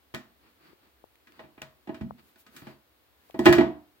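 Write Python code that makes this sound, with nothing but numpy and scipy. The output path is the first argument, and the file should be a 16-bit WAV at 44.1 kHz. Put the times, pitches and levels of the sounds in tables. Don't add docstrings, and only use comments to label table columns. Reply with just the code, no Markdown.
import sys
import numpy as np
from scipy import signal
from scipy.fft import rfft, irfft, next_fast_len
from scipy.io import wavfile

SR = 44100
rng = np.random.default_rng(int(sys.argv[2]) if len(sys.argv) > 2 else 0)


def dump_mix(stems):
    frames = np.atleast_2d(stems).T
    limited = np.clip(frames, -1, 1)
    pcm = np.round(limited * 32767).astype(np.int16)
    wavfile.write(sys.argv[1], SR, pcm)


N = 176400

CROSSOVERS = [180, 275, 410, 1100, 5000]
# t/s, then level/dB of bass, low body, body, middle, clack, treble
HITS = [(0.1403, -46, -46.5, -45, -45.5, -45.5, -53.5), (.147, -60, -41.5, -59, -51, -42.5, -47.5),
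        (1.271, -77, -67.5, -71, -73.5, -59, -69), (1.393, -71, -59.5, -57, -47.5, -51.5, -69),
        (1.436, -60.5, -60, -58, -67, -62, -89), (1.578, -65, -61.5, -57, -59, -57.5, -89),
        (1.617, -55, -58, -59, -49, -46.5, -52), (1.873, -57.5, -47.5, -47, -49, -55.5, -71),
        (1.892, -51, -38.5, -36.5, -41, -52.5, -79.5), (1.944, -63, -89, -72, -67, -51.5, -62),
        (2.010, -39, -33.5, -46.5, -49.5, -53.5, -65.5), (2.358, -81, -71, -69.5, -69, -65.5, -71),
        (2.465, -78, -64.5, -72.5, -68.5, -58.5, -63.5), (2.564, -64, -64, -65, -69, -52, -48.5),
        (2.618, -54, -55, -59, -60.5, -59.5, -84), (2.669, -53.5, -47.5, -51.5, -50, -53.5, -66),
        (3.343, -54.5, -49.5, -39.5, -42.5, -53.5, -70), (3.391, -40.5, -28, -24, -32.5, -40, -45.5),
        (3.456, -36, -24.5, -22.5, -28.5, -24.5, -30.5), (3.463, -33.5, -28.5, -10.5, -16.5, -17.5, -37.5),
        (3.487, -24, -29.5, -13.5, -31, -36, -44.5), (3.526, -51, -41, -44.5, -31.5, -23.5, -32.5),
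        (3.583, -39, -22.5, -14.5, -25.5, -29.5, -48.5), (3.609, -42, -35, -41, -28, -35, -56.5),
        (3.682, -58, -60, -36, -68.5, -76, -77)]
def knocks(ring_db_per_db=.15, ref_body_db=-34.5):
    out, bands = np.zeros((2, N)), register_filters()
    t, attack = np.arange(int(.55 * SR)) / SR, int(.03 * SR)
    for s, *levels_db in HITS:
        hit = seat_ring(t, ring_db_per_db * (levels_db[2] - ref_body_db))
        attack_db = [20 * np.log10(rms(signal.sosfilt(sos, hit[:, :attack]))) for sos in bands]
        add(out, s, equalise(hit, np.subtract(levels_db, attack_db)))
    return out


# f/Hz, level/dB
SHELL_MODES = [(835, -4), (1065, -5), (1260, -3), (1490, 0), (1690, -1), (1920, 1), (2385, 1), (2790, -8)]
# f/Hz, level/dB, t60/s
THUMP_MODES = [(139, 1.5, 0.33), (230, -6.5, 0.038), (315.3, 14, 0.067)]
# f/Hz, level/dB, t60/s
TAIL_MODES = [(73, -4, .45), (139, 7, .34), (217, 2, .27), (249, 1, .26), (303, -3, .4), (348, 8, .27),
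              (632, 9, .31), (656, 10, .31), (716, -6, .43), (848, 4, .2), (966, -3, .32), (1054, -1, .3),
              (1487, 1, .25), (1714, 6, .26), (1791, 6, .26), (1927, 8, .26), (2412, -4, .26)]
def seat_ring(t, tail_db, shell_t60_s=.13, scatter_db=3, body_db=-11.5):
    wash = clatter(t)
    shell = tail = 0
    for hz, db in SHELL_MODES:
        detune = 1 + .003 * rng.standard_normal()
        shell += mode(t, hz * detune, db + scatter_db * rng.standard_normal(), shell_t60_s)
    thump = sum(mode(t, hz, db, t60) for hz, db, t60 in THUMP_MODES)
    for k, (hz, db, t60) in enumerate(TAIL_MODES, 1):
        tail += (-1) ** k * mode(t, hz, db + scatter_db * rng.standard_normal(), t60)
    return wash + shell + amp(body_db) * (thump + amp(tail_db) * tail)


# f/Hz, level/dB
CLATTER_EQ = [(25, -36), (45, -13.5), (65, 1.5), (290, 0.5), (410, -1), (520, -0.5), (1100, 0), (2000, -3),
              (3200, -5), (4500, -12), (6000, -21.5), (7700, -24), (9800, -35), (16000, -29)]
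# f/Hz, t60/s
ROOM_DECAY = [(60, 0.42), (160, 0.36), (420, 0.32), (1100, 0.4), (2900, 0.3), (7700, 0.25), (15000, 0.26)]
def clatter(t, punch_db=4, punch_t60_s=.065, rise_s=.00037):
    hz, s, frames = signal.stft(noise(CLATTER_EQ, len(t)), SR, nperseg=256)
    decay = amp(-60 * s / along(ROOM_DECAY, hz)[:, None])
    wash = signal.istft(frames * decay, SR, nperseg=256)[1][:, :len(t)]
    punch = 1 + amp(punch_db - 60 * t / punch_t60_s)
    return wash * punch * (1 - np.exp(-t / rise_s))


def mode(t, hz, db, t60, blur_hz=1, rise_cycles=.29):
    waver = np.cumsum(rng.standard_normal(len(t))) * np.sqrt(2 * np.pi * blur_hz / SR)
    gain, phase = stereo_image(hz)
    envelope = amp(db - 60 * t / t60) * (1 - np.exp(-t * hz / rise_cycles))
    return gain * np.sin(2 * np.pi * hz * t + waver + phase) * envelope


def register_filters(order=4):
    middle = [(pair, "band") for pair in zip(CROSSOVERS, CROSSOVERS[1:])]
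    bands = [(CROSSOVERS[0], "low"), *middle, (CROSSOVERS[-1], "high")]
    return [signal.butter(order, hz, kind, fs=SR, output="sos") for hz, kind in bands]


CROSSOVER_WIDTHS = [.18, .18, .18, .3, .8]
def equalise(x, gains_db, size=32768):
    corners_hz = np.array(CROSSOVERS)[:, None] * 2 ** np.outer(CROSSOVER_WIDTHS, [-1, 1])
    curve = np.column_stack([corners_hz.ravel(), np.repeat(gains_db, 2)[1:-1]])
    cepstrum = irfft(np.log(amp(along(curve, np.fft.rfftfreq(size, 1 / SR)))))
    fold = np.r_[1, np.full(size // 2 - 1, 2), np.zeros(size // 2)]
    response = np.exp(rfft(cepstrum * fold))
    return irfft(rfft(x, size) * response)[:, :x.shape[1]]


# f/Hz, level/dB
CRACK_EQ = [(500, -8.5), (2400, 15), (5500, -2), (7700, -1), (10000, -5.5), (16000, -2)]
# t/s, level/dB
HINGE_CRACKS = [(0.1472, -26), (1.156, -52.5), (1.322, -50), (1.6192, -28.5), (3.309, -46.5), (3.3927, -29),
                (3.451, -33), (3.461, -24), (3.527, -19), (3.5844, -34.5)]
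def cracks(t60_s=.0085):
    out, t = np.zeros((2, N)), np.arange(SR // 10) / SR
    for s, db in HINGE_CRACKS:
        add(out, s, noise(CRACK_EQ, len(t)) * amp(db - 60 * t / t60_s))
    return out


# f/Hz, level/dB
SCRAPE_EQ = [(40, -25.5), (100, -9), (330, 3.5), (500, -10), (1200, -5), (2700, -10.5), (3600, -16),
             (4650, -12), (5600, -28), (16000, -30.5)]
SKIN_EQ = [(500, -39.5), (2500, 3), (6000, -1), (9500, -1), (13000, 6.5), (16000, 4.5)]
# centre t/s, half length/s, scrape level/dB, skin level/dB
SLIDES = [(.47, 0.044, -63.5, -84), (0.671, 0.049, -58.5, -82), (0.852, 0.031, -64.5, -99),
          (1.375, 0.05, -61, -96), (2.194, 0.011, -57, -83), (2.277, 0.045, -69, -66.5),
          (2.404, 0.016, -85, -58), (2.577, 0.035, -56, -57.5), (2.688, 0.04, -54, -69),
          (3.3, 0.085, -67.5, -68.5), (3.456, 0.017, -44.5, -58)]
def rubs():
    t = np.arange(N) / SR
    scrape, skin = np.zeros(N), np.zeros(N)
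    for s, half_s, scrape_db, skin_db in SLIDES:
        stroke = np.exp(-.5 * ((t - s) / half_s) ** 2)
        scrape += amp(scrape_db) * stroke
        skin += amp(skin_db) * stroke
    return scrape * noise(SCRAPE_EQ, N) + skin * noise(SKIN_EQ, N)


# t/s, level/dB, f/Hz, t60/s, pan to the left/dB
CLOSE_POPS = [(0.731, -51, 377, 0.018, 23.5), (1.0408, -26.5, 550, 0.0041, 17.5),
              (2.1085, -8, 790, 0.0031, 8), (3.299, -34, 630, 0.0067, 16)]
def pops(rise_s=.0007, top_hz=1650):
    out, t = np.zeros((2, N)), np.arange(SR // 20) / SR
    for s, db, hz, t60, pan_db in CLOSE_POPS:
        wave = np.sin(2 * np.pi * hz * t + np.array([[0], [np.pi / 2]]))
        envelope = amp(db - 60 * t / t60) * (1 - np.exp(-(t / rise_s) ** 2))
        add(out, s, pan(pan_db) * wave * envelope)
    return filtered(out, lambda hz: 1 / (1 + (hz / top_hz) ** 6))


# f/Hz, level/dB
ROOM_TONE_EQ = [(40, -23), (62, 9.5), (100, -4), (170, -12.5), (310, -2), (1000, -7), (4200, -13),
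                (6000, -21), (9500, -21.5), (13000, -16), (16000, -13)]
def room_tone(level_db=-65):
    return amp(level_db) * noise(ROOM_TONE_EQ, N)


# f/Hz, left-right correlation
CORRELATION = [(60, 0.52), (350, 0.9), (600, 0), (1000, 0.014), (1800, 0.19)]
def noise(eq, size):
    def mid_side(hz):
        width = np.arccos(np.clip(along(CORRELATION, hz), -1, 1)) / 2
        return amp(along(eq, hz)) * [np.cos(width), np.sin(width)]

    def placement(hz):
        gain, phase = stereo_image(hz)
        return gain * np.exp(1j * phase)

    mid, side = filtered(rng.standard_normal((2, size)), mid_side)
    pair = filtered(np.array([mid + side, mid - side]), placement)
    return pair / rms(pair)


# f/Hz, pan to the left/dB
PAN_CURVE = [(60, 1), (140, 6), (220, -4), (350, -4), (600, 0), (15000, 2)]
# f/Hz, phase/rad
PHASE_LEAD = [(60, -.85), (140, -.8), (220, -.35), (330, -.6), (640, -.2), (1100, -.5), (1700, 1.6),
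              (3000, 2)]
def stereo_image(hz):
    return pan(along(PAN_CURVE, hz)), np.array([[.5], [-.5]]) * along(PHASE_LEAD, hz)


def pan(db):
    return amp(np.array([[.5], [-.5]]) * db)


def amp(db):
    return 10 ** (np.asarray(db) / 20)


def rms(x):
    return np.sqrt(np.mean(x ** 2) + 1e-20)


def along(points, hz):
    f, values = np.transpose(points)
    return np.interp(np.log(hz + 1), np.log(f + 1), values)


def filtered(x, response):
    n = x.shape[-1]
    padded = next_fast_len(n + 4096)
    return irfft(rfft(x, padded) * response(np.fft.rfftfreq(padded, 1 / SR)), padded)[..., :n]


def add(track, s, sound):
    i = round(s * SR)
    track[:, i:i + sound.shape[1]] += sound[:, :N - i]


def scene():
    return knocks() + rubs() + cracks() + pops() + room_tone()


def record(dry, low_cut_hz=44, ceiling=.97, top_hz=16000):
    x = signal.sosfilt(signal.butter(4, low_cut_hz, "high", fs=SR, output="sos"), dry)
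    x = x / (1 + (x / ceiling) ** 10) ** (1 / 10)
    return filtered(x, lambda hz: hz < top_hz)


dry = scene()
out = record(dry)
dump_mix(out)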